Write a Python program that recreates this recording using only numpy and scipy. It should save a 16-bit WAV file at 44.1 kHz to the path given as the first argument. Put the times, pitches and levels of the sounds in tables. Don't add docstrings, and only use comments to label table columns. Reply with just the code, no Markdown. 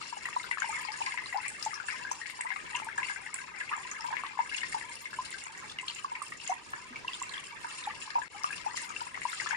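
import sys
import numpy as np
from scipy import signal
from scipy.fft import rfft, irfft
from scipy.io import wavfile

SR = 44100
rng = np.random.default_rng(int(sys.argv[2]) if len(sys.argv) > 2 else 0)


def unload_wav(signal):
    wavfile.write(
        sys.argv[1],
        SR,
        np.round(np.clip(np.atleast_2d(signal).T, -1, 1) * 32767).astype(np.int16),
    )


N = 421596
LAG_S = 0.0018
FLUTTER_PER_S = 14
SPLASHY_HZ = 1640


def from_db(db):
    return 10 ** (np.asarray(db) / 20)


def unit(x):
    return x / np.sqrt(np.mean(x ** 2) + 1e-20)


def spectrum(table, hz, column=1):
    table = np.array(table)
    return np.interp(np.log(hz + 1), np.log(table[:, 0] + 1), table[:, column])


def curve(table, column=1):
    table = np.array(table)
    return np.interp(np.arange(N) / SR, table[:, 0], table[:, column])


def add(track, s, sound):
    part = track[max(round(s * SR), 0):][:len(sound)]
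    part += sound[:len(part)]


def add_pair(pair, s, sound, lag, pan_db):
    add(pair[0], s, sound * from_db(pan_db / 2))
    add(pair[1], s + lag, sound * from_db(-pan_db / 2))


def wander(per_s):
    points = np.clip(rng.standard_normal(600), -2, 2)
    return np.interp(np.arange(N) / SR * per_s, np.arange(len(points)), points)


def butterworth(x, order, hz, kind):
    return signal.sosfilt(signal.butter(order, hz, kind, fs=SR, output="sos"), x + 1e-18)


def resonate(x, hz, q):
    return signal.lfilter(*signal.iirpeak(hz, q, fs=SR), x) * np.sqrt(q * SR / (np.pi * hz))


def colour(x, table, size=2048):
    hz = abs(np.fft.fftfreq(size, 1 / SR))
    log_gain = np.log(from_db([spectrum(table, hz, 1), spectrum(table, hz, 2)]))
    taps = np.fft.ifft(np.exp(signal.hilbert(log_gain).conj())).real
    return signal.oaconvolve(x, taps / np.sqrt((taps ** 2).sum() / 2), axes=1)[:, :N]


# frequency in Hz, relative spectral density in dB.
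HUM_SPECTRUM = [(15, -19), (30, -8), (55, -4.5), (150, -1.5), (260, -3), (380, -2), (520, -6), (900, -11.5),
                (2000, -10.5), (6000, -14.5), (10500, -33), (12000, -41)]

def outdoor_hum(level_db=-55.5, shared=0.3, waver_db=2.5, wavers_per_s=12.5):
    noise = rng.standard_normal((3, N))
    gain = from_db(spectrum(HUM_SPECTRUM, np.fft.rfftfreq(N, 1 / SR)))
    hum = irfft(rfft(noise[:2] + shared * noise[2]) * gain, N)
    return unit(hum * from_db(waver_db * wander(wavers_per_s))) * from_db(level_db)


def gushes(per_s=3.1, uneven=0.32):
    rate = per_s * (1 + uneven * wander(per_s))
    return np.sin(2 * np.pi * np.cumsum(rate) / SR)


def bubble(hz, ring_s, rise_per_s=2.0, swell_cycles=1.0, hold=1.24):
    t = np.arange(0, 3 * ring_s, 1 / SR)
    cycles = np.cumsum(hz * (1 + rise_per_s * (t - ring_s / 2))) / SR
    envelope = (1 - np.exp(-cycles / swell_cycles)) * np.exp(-(t / ring_s) ** hold)
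    return envelope / envelope.max() * np.sin(2 * np.pi * cycles)


def splat(crack_s, scatter_s, scatter_db, grain_db=-8.5):
    t = np.arange(5000) / SR
    grains = unit(from_db(grain_db * rng.standard_normal(125)).repeat(40))
    envelope = np.exp(-t / crack_s) + from_db(scatter_db) * grains * np.exp(-t / scatter_s)
    return rng.standard_normal(len(t)) * envelope * (1 - np.exp(-t / .0012))


# time in seconds, level into the bowl in dB, level as spray in dB,
# left-right bias in dB (the babble follows it in part).
FLOW = [(0, -50, -49.5, 6.5), (0.53, -51, -51, 8), (0.74, -41, -49.5, 6), (0.88, -45.5, -46, 7),
        (0.98, -46, -55.5, 4), (1.05, -43.5, -52.5, 1), (1.28, -49, -49, 3), (1.4, -44.5, -54, 10),
        (1.53, -48, -53, 3), (2.08, -46, -53, 7), (2.36, -52, -53.5, 3), (2.8, -45, -53, 10),
        (2.94, -48, -64, 9), (3.05, -45.5, -50.5, 6), (3.25, -49.5, -55.5, 7), (3.52, -47, -54, 7),
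        (3.65, -51, -60.5, 10), (3.72, -46, -51.5, 2.5), (4.07, -44.5, -52, 3), (4.39, -46, -56, 7),
        (4.5, -47.5, -49, 1), (4.58, -50, -43.5, 7), (4.68, -51, -55, 7), (4.87, -50.5, -53, 5.5),
        (5.22, -55, -51.5, 0), (5.38, -54.5, -51.5, 3), (5.45, -47, -51.5, 3.5), (5.72, -48.5, -55.5, -6),
        (5.8, -53, -65, 6), (5.88, -53, -49.5, 4), (5.96, -55, -54.5, 8), (6.18, -48.5, -57, 1),
        (6.28, -54, -51.5, 3), (6.4, -59.5, -54, 1), (6.52, -41.5, -51, -1), (6.63, -55, -55.5, -4),
        (6.8, -49.5, -55, 1.5), (7.05, -54.5, -59, -2), (7.14, -50.5, -55, 1), (7.3, -47.5, -56.5, -2),
        (7.48, -48.5, -50.5, -6), (7.9, -48, -53.5, -1), (8, -51, -54, 1), (8.36, -49.5, -52.5, 8.5),
        (8.56, -49, -50.5, 7), (8.81, -48.5, -50.5, 13), (9.1, -52, -49.5, 4.5), (9.48, -45, -49.5, 3),
        (9.56, -37, -55, 1)]
# frequency in Hz, left and right relative levels in dB.
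BABBLE_SPECTRUM = [(720, -18.5, -13), (770, -5, -6.5), (1032, 3.5, 1.5), (1075, -7, -4.5), (1270, -3.5, -1),
                   (1457, -7, -27.5), (1600, 0.5, -2.5), (1880, -6.5, -5.5), (2065, 0.5, -8.5),
                   (2300, -5, -6), (2755, -18.5, -14.5), (2760, -30, -55), (3450, -13, -11)]

def babble(gush, per_s=480, size_db=3.0, ring_cycles=9, ring_spread=0.54, pan_db=3, churn_db=-11,
           level_db=1.86, gush_db=-0.5, flutter_db=1.5, lean=0.68):
    out, slots, kinds = np.zeros((2, N)), 7000, 260
    chance = rng.random((slots, 2))
    normal = np.clip(rng.standard_normal((slots, 3)), -2.5, 1.5)
    lengths = np.clip(rng.standard_normal(kinds), -2.5, 1.5)
    sounds = []
    for pitch, length in zip(np.linspace(0, 1, kinds), lengths):
        hz = 760 * (3300 / 760) ** (pitch ** 0.718)
        splash = splat(crack_s=0.0064, scatter_s=0.0053, scatter_db=-29)[:SR // 16]
        sound = from_db(churn_db) * resonate(splash, hz, q=11.5)
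        add(sound, 0, bubble(hz, ring_cycles / hz * np.exp(ring_spread * length)))
        sounds.append(hz * sound)
    for k, ((when, born), (size, side, late)) in enumerate(zip(chance, normal)):
        if born < per_s * N / SR / slots:
            sound = sounds[k % kinds] * from_db(size_db * size)
            add_pair(out, when * N / SR, sound, LAG_S * late, pan_db * side)
    left, right = butterworth(colour(out, BABBLE_SPECTRUM), 4, 3800, "low")
    pour = from_db(curve(FLOW) + level_db + gush_db * gush + flutter_db * wander(FLUTTER_PER_S))
    to_left = from_db(lean * curve(FLOW, column=3) / 2)
    return np.array([unit(left) * to_left, unit(right) / to_left]) * np.hypot(pour, swarms())


# frequency in Hz, left and right relative levels in dB.
SPRAY_SPECTRUM = [(2550, -5, -12), (3820, -18, -21), (3940, -12.5, -16), (5660, -8.5, -31),
                  (6250, -20.5, -29), (7016, -10.5, -4.5), (8080, -32, -17), (8550, -13.5, -7),
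                  (10100, -22.5, -18.5), (10830, -25, -13), (10800, -22, -64), (12100, -40, -62),
                  (15800, -67, -76)]

def spray(gush, drops_per_s=120, drop_spread_db=3.5, plinks_per_s=380, plink_spread_db=5.0,
          plink_cycles=24, plinks_db=-5, fizz_db=-6.5, gush_db=1.0, flutter_db=3.5):
    drops, plinks = np.zeros((2, 2, N))
    slots, per_drop = 1600, 8
    chance = rng.random((slots, 2))
    normal = np.clip(rng.standard_normal((slots, 3)), -2.5, 1.8)
    fizz = rng.standard_normal((2, N))
    bursts = [resonate(splat(crack_s=.007, scatter_s=.028, scatter_db=-8), hz, q=4)
              for hz in np.linspace(3000, 10500, 120)]
    rings = [bubble(hz, plink_cycles / hz, swell_cycles=3) for hz in np.linspace(2900, 10100, 150)]
    plink_chance = rng.random((slots, per_drop, 3))
    plink_size = np.clip(rng.standard_normal((slots, per_drop)), -2.5, 1.6)
    for k, ((when, born), (size, side, late)) in enumerate(zip(chance, normal)):
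        if born < drops_per_s * N / SR / slots:
            s, strength, lag = when * N / SR, from_db(drop_spread_db * size), LAG_S * late
            add_pair(drops, s, bursts[k % len(bursts)] * strength, lag, 2 * side)
            for (delay, pitch, trapped), loud in zip(plink_chance[k], plink_size[k]):
                if trapped < plinks_per_s / drops_per_s / per_drop:
                    gain = np.sqrt(strength) * from_db(plink_spread_db * loud)
                    plink = rings[int(pitch * len(rings))] * gain
                    add_pair(plinks, s + .04 * delay ** 2, plink, lag, 3 * side)
    water = sum(from_db(db) * unit(colour(layer, SPRAY_SPECTRUM))
                for layer, db in [(drops, 0), (plinks, plinks_db), (fizz, fizz_db)])
    return water * from_db(curve(FLOW, column=2) + gush_db * gush + flutter_db * wander(FLUTTER_PER_S))


# start in seconds, level in dB, pitch in Hz, ring time in seconds,
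# left minus right in dB.
LOUD_BUBBLES = [(0.014, -35, 1260, 0.0066, 10), (0.126, -32.5, 957, 0.012, 9), (0.168, -34, 840, 0.012, 2),
                (0.255, -26.5, 1940, 0.0052, 2), (0.287, -27, 1160, 0.0018, 6),
                (0.329, -29, 2050, 0.0016, 4), (0.364, -19.5, 970, 0.009, 4.5),
                (0.398, -33.5, 2115, 0.0075, 3), (0.442, -29.5, 1500, 0.0014, 10),
                (0.512, -23, 2020, 0.0053, 6), (0.528, -33.5, 1610, 0.0075, 10),
                (0.573, -24.5, 1180, 0.0019, 6), (0.582, -29.5, 1720, 0.0035, 12),
                (0.62, -19.5, 1580, 0.0026, 6), (0.628, -27.0, 2140, 0.0057, 1),
                (0.642, -30.5, 928, 0.012, 8), (0.66, -34, 2320, 0.0036, -2), (0.691, -30.5, 887, 0.021, 6),
                (0.727, -32.5, 1256, 0.0072, 11), (0.742, -30, 2180, 0.016, -8),
                (0.849, -34, 1016, 0.0078, 9), (0.885, -33.5, 853, 0.021, 7.5),
                (0.886, -32, 2120, 0.0046, 12), (0.939, -32, 1690, 0.0059, 2), (1.005, -32, 904, 0.0079, 5),
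                (1.015, -26, 920, 0.0054, 7), (1.022, -29, 2420, 0.0058, -4), (1.063, -27, 2120, 0.003, 5),
                (1.068, -31.5, 1050, 0.025, 6), (1.122, -28, 2090, 0.0044, 3), (1.14, -34, 970, 0.011, 6),
                (1.175, -25, 2050, 0.0035, 9), (1.185, -28, 2027, 0.0064, 3), (1.238, -35, 2000, 0.0042, 3),
                (1.26, -39, 1090, 0.006, 10), (1.326, -29.5, 1950, 0.0066, 4),
                (1.342, -30.5, 804, 0.036, 4), (1.358, -21, 853, 0.0088, 7), (1.38, -29, 986, 0.0093, 10),
                (1.452, -31, 2010, 0.0026, 14), (1.46, -32, 2380, 0.0083, 2), (1.662, -23, 870, 0.013, 5),
                (1.731, -32, 1230, 0.017, 7), (1.8, -31.5, 1494, 0.0039, 21),
                (1.837, -40.5, 796, 0.0067, 3), (1.885, -24.5, 1700, 0.0062, 7),
                (1.895, -45, 1690, 0.015, -2), (1.902, -29.5, 2200, 0.0018, 9),
                (2.05, -31, 1610, 0.018, 2.5), (2.09, -33, 1650, 0.0046, 7), (2.113, -25, 977, 0.0097, 5),
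                (2.215, -31, 1860, 0.005, 5), (2.258, -29.5, 2040, 0.0018, 11),
                (2.298, -31.5, 2100, 0.0031, 10), (2.39, -32.5, 964, 0.012, 3),
                (2.408, -26, 1980, 0.0033, 4), (2.447, -36, 904, 0.013, 1), (2.455, -29, 1000, 0.012, 1),
                (2.467, -31, 1995, 0.011, 7), (2.503, -32, 995, 0.008, 6), (2.504, -28.5, 2050, 0.0046, 7),
                (2.518, -29, 1620, 0.003, 21), (2.523, -32.5, 2040, 0.0025, 12),
                (2.56, -34, 2140, 0.006, 7), (2.561, -28, 1190, 0.0063, 5), (2.732, -32.5, 1930, 0.0075, 3),
                (2.744, -30, 974, 0.022, 5), (2.751, -28.0, 2860, 0.0018, 2), (2.799, -27, 1200, 0.0033, 1),
                (2.819, -34, 875, 0.011, 5.5), (2.867, -32, 900, 0.015, 4), (2.887, -27.5, 1570, 0.0042, 6),
                (2.98, -23.5, 1670, 0.0041, 2), (2.984, -20.5, 920, 0.0089, 2),
                (3.019, -33.5, 1005, 0.0094, 8), (3.03, -24, 2150, 0.0033, 3),
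                (3.082, -34.5, 2100, 0.0075, 9), (3.096, -29.5, 1626, 0.018, 7),
                (3.101, -38, 2060, 0.0087, 10), (3.16, -31.5, 1555, 0.0092, 7),
                (3.264, -29, 2030, 0.0025, 4), (3.387, -33.5, 1570, 0.0082, 3),
                (3.604, -30, 2046, 0.0067, -4), (3.61, -29, 1660, 0.0068, 7),
                (3.692, -27.5, 2170, 0.0013, 2), (3.714, -28, 1070, 0.0067, -1),
                (3.721, -30, 1810, 0.0037, -10), (3.727, -25.5, 1240, 0.0065, 14),
                (3.735, -32, 1690, 0.0037, 10), (3.735, -25.5, 1210, 0.0075, -8),
                (3.777, -33.5, 940, 0.0083, 5), (3.975, -44, 1630, 0.0035, -3),
                (4.043, -32.0, 952, 0.026, 11.5), (4.085, -31.5, 970, 0.011, 6),
                (4.107, -31, 873, 0.018, 0), (4.128, -32, 1670, 0.0064, -14),
                (4.128, -32.5, 962, 0.016, -16), (4.136, -31, 960, 0.0085, 14),
                (4.136, -34, 1630, 0.0028, 14), (4.168, -25.5, 2030, 0.00215, 14),
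                (4.179, -36, 2090, 0.0041, 8), (4.192, -37, 1010, 0.015, 1), (4.236, -24, 1120, 0.0024, 1),
                (4.245, -32, 1120, 0.0075, 0), (4.373, -34, 1030, 0.0048, 12), (4.39, -20, 920, 0.014, 7),
                (4.402, -21.5, 983, 0.011, -3), (4.515, -33.5, 1650, 0.012, 9),
                (4.523, -32.5, 2130, 0.015, 1), (4.567, -36.5, 2100, 0.016, 5),
                (4.616, -37, 2160, 0.0091, 12), (4.632, -26.5, 1870, 0.0063, 6),
                (4.725, -29, 1930, 0.0018, 4), (4.745, -22, 896, 0.0093, 4.5),
                (4.762, -31.5, 855, 0.017, 2), (4.811, -31, 1990, 0.0044, 6), (4.914, -39, 2120, 0.01, 7),
                (5.055, -32, 2140, 0.0098, 0), (5.131, -29.5, 1560, 0.0028, 6),
                (5.187, -26.5, 1006, 0.016, 1), (5.327, -33.5, 2020, 0.0036, 1),
                (5.341, -33.5, 1574, 0.012, 6), (5.423, -37, 2220, 0.0058, -9),
                (5.466, -33, 985, 0.0049, 0), (5.786, -34, 2080, 0.0077, 0), (5.796, -36, 2080, 0.0081, 8),
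                (5.83, -37, 1020, 0.018, -3), (5.882, -26.5, 3260, 0.0027, 3),
                (6.045, -24.5, 1083, 0.009, -3), (6.117, -29.5, 942, 0.014, 1),
                (6.153, -29, 2200, 0.0053, -1), (6.219, -28, 1200, 0.0047, -11),
                (6.32, -38, 1220, 0.0064, -7), (6.321, -32, 1910, 0.0062, 3), (6.495, -26, 741, 0.017, 3),
                (6.516, -26, 946, 0.013, 1), (6.525, -24, 980, 0.005, -6), (6.732, -32.5, 1720, 0.016, 1),
                (6.733, -28, 1040, 0.005, -4), (6.958, -32.5, 2280, 0.0053, -3),
                (7.045, -35, 1004, 0.013, 0), (7.08, -39, 2700, 0.0037, 0),
                (7.087, -34.5, 1044, 0.0087, -11), (7.218, -27.5, 1025, 0.004, -1),
                (7.233, -36, 2024, 0.0041, -1), (7.341, -32, 1640, 0.0038, -3),
                (7.369, -32.5, 1840, 0.0016, 17), (7.644, -32.5, 958, 0.014, -1),
                (7.644, -32, 1570, 0.0035, 1), (7.872, -27.5, 853, 0.016, 0),
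                (7.899, -37.5, 1182, 0.012, -2), (7.907, -35, 2000, 0.005, 3),
                (8.076, -36, 1020, 0.0056, -2), (8.104, -32.5, 1650, 0.0036, 1),
                (8.154, -21.5, 918, 0.028, 2), (8.161, -21.5, 950, 0.0061, -15),
                (8.182, -20.5, 973, 0.0046, -1), (8.217, -32, 1717, 0.0074, 15),
                (8.345, -42, 820, 0.036, 4), (8.442, -18, 1164, 0.0046, 3), (8.505, -30.5, 1647, 0.0079, 6),
                (8.528, -33, 2490, 0.0061, 2), (8.662, -24.5, 860, 0.016, 6), (8.743, -34, 985, 0.007, 7),
                (8.775, -24, 2030, 0.0052, 2), (8.903, -31.5, 1260, 0.0086, 7),
                (9.005, -35.5, 1450, 0.0074, 4), (9.014, -31.5, 940, 0.012, 8),
                (9.068, -35, 983, 0.0075, 8), (9.144, -27, 1936, 0.0048, 4), (9.175, -27, 1150, 0.0021, 6),
                (9.217, -27, 2000, 0.0024, 4), (9.252, -22.5, 967, 0.0094, 8), (9.286, -36, 2120, 0.01, 8),
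                (9.33, -28, 1450, 0.0022, 8), (9.4, -23.5, 2030, 0.0043, 8),
                (9.416, -36.5, 1600, 0.0086, 9), (9.461, -25.5, 1220, 0.0026, 5),
                (9.47, -29, 1760, 0.003, 6.5), (9.508, -23, 1590, 0.0039, 11),
                (9.515, -30, 2170, 0.0054, 2), (9.529, -34, 2090, 0.0041, 9), (9.529, -31, 917, 0.014, 10),
                (9.548, -31, 2300, 0.0029, 2)]

def plops(level_db=0.6, churn_db=-15, wobble_db=2.6, offspring_db=-10):
    out = np.zeros((2, N))
    for s, db, hz, ring_s, pan_db in LOUD_BUBBLES:
        splash = splat(crack_s=0.0065, scatter_s=0.014, scatter_db=-2.5)
        churn = butterworth(resonate(splash, hz, q=6.1), 2, 6000, "low")
        splashy = min(hz / SPLASHY_HZ, 1)
        tone = bubble(hz, ring_s, hold=np.interp(hz, [1100, SPLASHY_HZ], [1.48, 1.46]))
        drift = np.append(0, rng.uniform(-1.5, 1.5, 29))
        wobble = np.interp(np.arange(len(tone)) / SR, np.arange(30) * .004, drift)
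        sound = churn * from_db(churn_db) * splashy ** 2
        add(sound, 0, tone * from_db(wobble_db * wobble))
        add(sound, ring_s, from_db(offspring_db) * splashy ** 3 * offspring(hz))
        gain = from_db(db + level_db) / from_db([pan_db / 2, -pan_db / 2]).mean()
        add_pair(out, s, sound * gain, LAG_S * rng.uniform(-1.069, 1), pan_db)
    return out


def swarms(decay_s=0.013, level_db=-15):
    kicks = np.zeros(N)
    for s, db, hz, _, _ in LOUD_BUBBLES:
        add(kicks, s, from_db([db + level_db]) * min(hz / SPLASHY_HZ, 1) ** 2)
    return signal.lfilter([1], [1, -np.exp(-1 / (decay_s * SR))], kicks)


def offspring(hz, within_s=0.029, detune=.13, ring_cycles=8):
    out = np.zeros(SR // 8)
    for delay, tune, strength in rng.random((4, 3)):
        pitch = hz * (1 + detune * (2 * tune - 1))
        add(out, within_s * delay, bubble(pitch, ring_cycles / pitch) * 2 * strength * np.exp(-delay))
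    return out


# frequency in Hz, time to decay by 60 dB in seconds,
# gain in dB relative to the direct sound at that frequency.
BOWL_MODES = [(1235, 0.2, -6.5), (1625, 0.07, -2), (2092, 0.25, 1.5), (2720, 0.016, 9), (3374, 0.081, -2.5)]

def echoes(x, yard_t60=0.22, yard_db=-15, wall_t60=0.11, wall_db=-9, wall_band_hz=(1600, 6000)):
    t = np.arange(SR // 2) / SR
    fade = from_db(-60 * t / yard_t60) * (1 - np.exp(-t / 0.0017))
    response = rng.standard_normal((2, len(t))) * fade / np.linalg.norm(fade) * from_db(yard_db)
    blur = from_db(-60 * t / wall_t60) * (1 - np.exp(-t / 0.0033))
    walls = butterworth(rng.standard_normal((2, len(t))) * blur, 3, wall_band_hz, "band")
    response += walls / np.linalg.norm(blur) * from_db(wall_db)
    for (hz, t60, db), phases in zip(BOWL_MODES, rng.random((len(BOWL_MODES), 2, 1))):
        decay = from_db(-60 * t / t60)
        response += from_db(db) * 2 * decay / decay.sum() * np.sin(2 * np.pi * (hz * t + phases))
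    return signal.oaconvolve(x, response, axes=1)[:, :N]


# start in seconds, level before filtering in dB.
DROPLET_TICKS = [(0.2553, -55), (0.4307, -56), (0.6953, -61), (0.8121, -52), (1.1448, -65), (1.3274, -57),
                 (1.6252, -57), (1.7774, -67), (2.1166, -55), (2.2997, -52), (2.8449, -59), (3.3383, -65),
                 (4.0557, -57), (4.6224, -67), (5.015, -48), (5.1013, -58), (5.5767, -63), (5.9459, -58),
                 (6.3026, -62), (6.7022, -54), (7.0783, -61), (7.222, -61), (7.49, -62), (7.6106, -61),
                 (8.4312, -59), (8.8453, -51), (9.0194, -58), (9.2983, -52)]

def ticks(level_db=-1, band_hz=(9500, 14500), pan_spread_db=4):
    out = np.zeros((2, N))
    for s, db in DROPLET_TICKS:
        late, side = rng.uniform(-1.3, 1, 2)
        tick = splat(crack_s=0.0078, scatter_s=0.017, scatter_db=-1.5)
        add_pair(out, s, tick * from_db(db + level_db), LAG_S * late, pan_spread_db * side)
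    return butterworth(out, 2, band_hz, "band")


# start in seconds, relative level in dB, pitch in Hz,
# left minus right of the pitched part in dB.
HEAVY_DROPS = [(0.358, -36, 4200, 5), (0.4318, -34.5, 3830, 5), (0.602, -24, 6600, -0.5),
               (0.6928, -28, 8600, 0), (0.85, -30, 4670, 6), (0.919, -28, 4780, 7), (1.061, -26, 4730, 6),
               (1.259, -27.5, 4080, 3.5), (1.373, -30.5, 4780, 10), (1.481, -18, 8200, -3),
               (1.6254, -23, 5260, 17.5), (1.6506, -21.5, 7350, -2), (1.7417, -34.5, 5500, 26),
               (1.91, -33, 5070, 15), (2.114, -22, 6380, -1), (2.4105, -21.5, 8540, -6),
               (2.749, -36, 2850, -1), (2.762, -24.5, 7200, -10), (2.846, -27.5, 8700, -4),
               (2.9786, -25.5, 7200, -2), (3.342, -17.5, 8870, -5), (3.766, -30, 7300, 1),
               (3.914, -23, 6700, -2.0), (4.008, -27.5, 5370, 7), (4.2644, -33, 3510, 6),
               (4.546, -26, 2770, 3), (4.583, -27, 3300, 6), (4.632, -44, 3880, 3),
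               (4.7287, -29.5, 8950, -6), (4.9553, -32, 9360, -8), (5.306, -27, 8900, -2),
               (5.439, -27, 7650, -6), (5.576, -32, 7060, -9), (5.697, -30, 3440, 8),
               (5.7861, -26.5, 2850, 2), (5.813, -32, 8040, -8), (5.883, -25, 4310, 5),
               (5.948, -35.5, 6960, -16), (6.223, -29, 8760, -16), (6.476, -19.5, 6840, -3),
               (7.0795, -26, 2800, -5), (7.133, -25, 3300, 1), (7.2, -33, 7000, -10),
               (7.226, -26.5, 7400, -10), (7.294, -31.5, 4070, -8), (7.325, -32, 7700, -5),
               (7.338, -28, 3456, 4), (7.378, -33, 3240, 9), (7.838, -29, 3690, 1), (8.104, -29, 4520, 0),
               (8.435, -22, 5430, 7), (8.771, -22, 7040, 0), (8.891, -31, 7040, -8), (8.962, -31, 2720, 5),
               (9.318, -32, 3700, 3), (9.49, -25, 6780, -4)]

def slaps(level_db=-7, wide_db=-5, bandwidth_hz=1600, ping_db=1, tinkle_db=-6, detune=0.146):
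    wide, pitched = np.zeros((2, 2, N))
    for s, db, hz, pan_db in HEAVY_DROPS:
        gain, lag = from_db(db + level_db), LAG_S * rng.uniform(-1, 1)
        burst = splat(crack_s=0.0014, scatter_s=0.034, scatter_db=-18)
        pocket = resonate(burst, hz, q=hz / bandwidth_hz)
        add(pocket, 0, from_db(ping_db) * bubble(hz, ring_s=10 / hz))
        for delay, tune, strength in rng.random((5, 3)):
            tinkle = bubble(hz * (1 + detune * (2 * tune - 1)), ring_s=14 / hz)
            add(pocket, 0.038 * delay ** 2, tinkle * from_db(tinkle_db) * 2 * strength * np.exp(-delay))
        add_pair(wide, s - lag / 2, burst * gain, lag, 0)
        add_pair(pitched, s - lag / 2, pocket * gain, lag, pan_db)
    return butterworth(pitched, 6, 10400, "low") + from_db(wide_db) * colour(wide, SPRAY_SPECTRUM)


# start in seconds, peak level in dB, pitch in Hz, ring time in seconds.
KNOCKS = [(6.906, -46, 250, 0.022)]

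def knock():
    out = np.zeros(N)
    for s, db, hz, ring_s in KNOCKS:
        add(out, s, from_db(db) * bubble(hz, ring_s, rise_per_s=0))
    return out


def scene(splash_low_hz=1100, bubble_low_hz=520):
    gush = gushes()
    splashes = butterworth(slaps() + spray(gush) + ticks(), 2, splash_low_hz, "high")
    bubbles = butterworth(plops() + babble(gush), 4, bubble_low_hz, "high")
    water = splashes + bubbles
    return water + echoes(water) + outdoor_hum() + knock()


# time in seconds, gain in dB.
LEVEL_DIP = [(8.281, 0), (8.282, -20), (8.2995, -16), (8.302, -4), (8.36, 0)]

def record(dry, cutoff_hz=15900):
    dipped = dry * from_db(curve(LEVEL_DIP))
    low_pass = signal.firwin(1023, cutoff_hz, window=("kaiser", 9), fs=SR)
    return signal.oaconvolve(dipped, low_pass[None], "same")


dry = scene()
out = record(dry)
unload_wav(out)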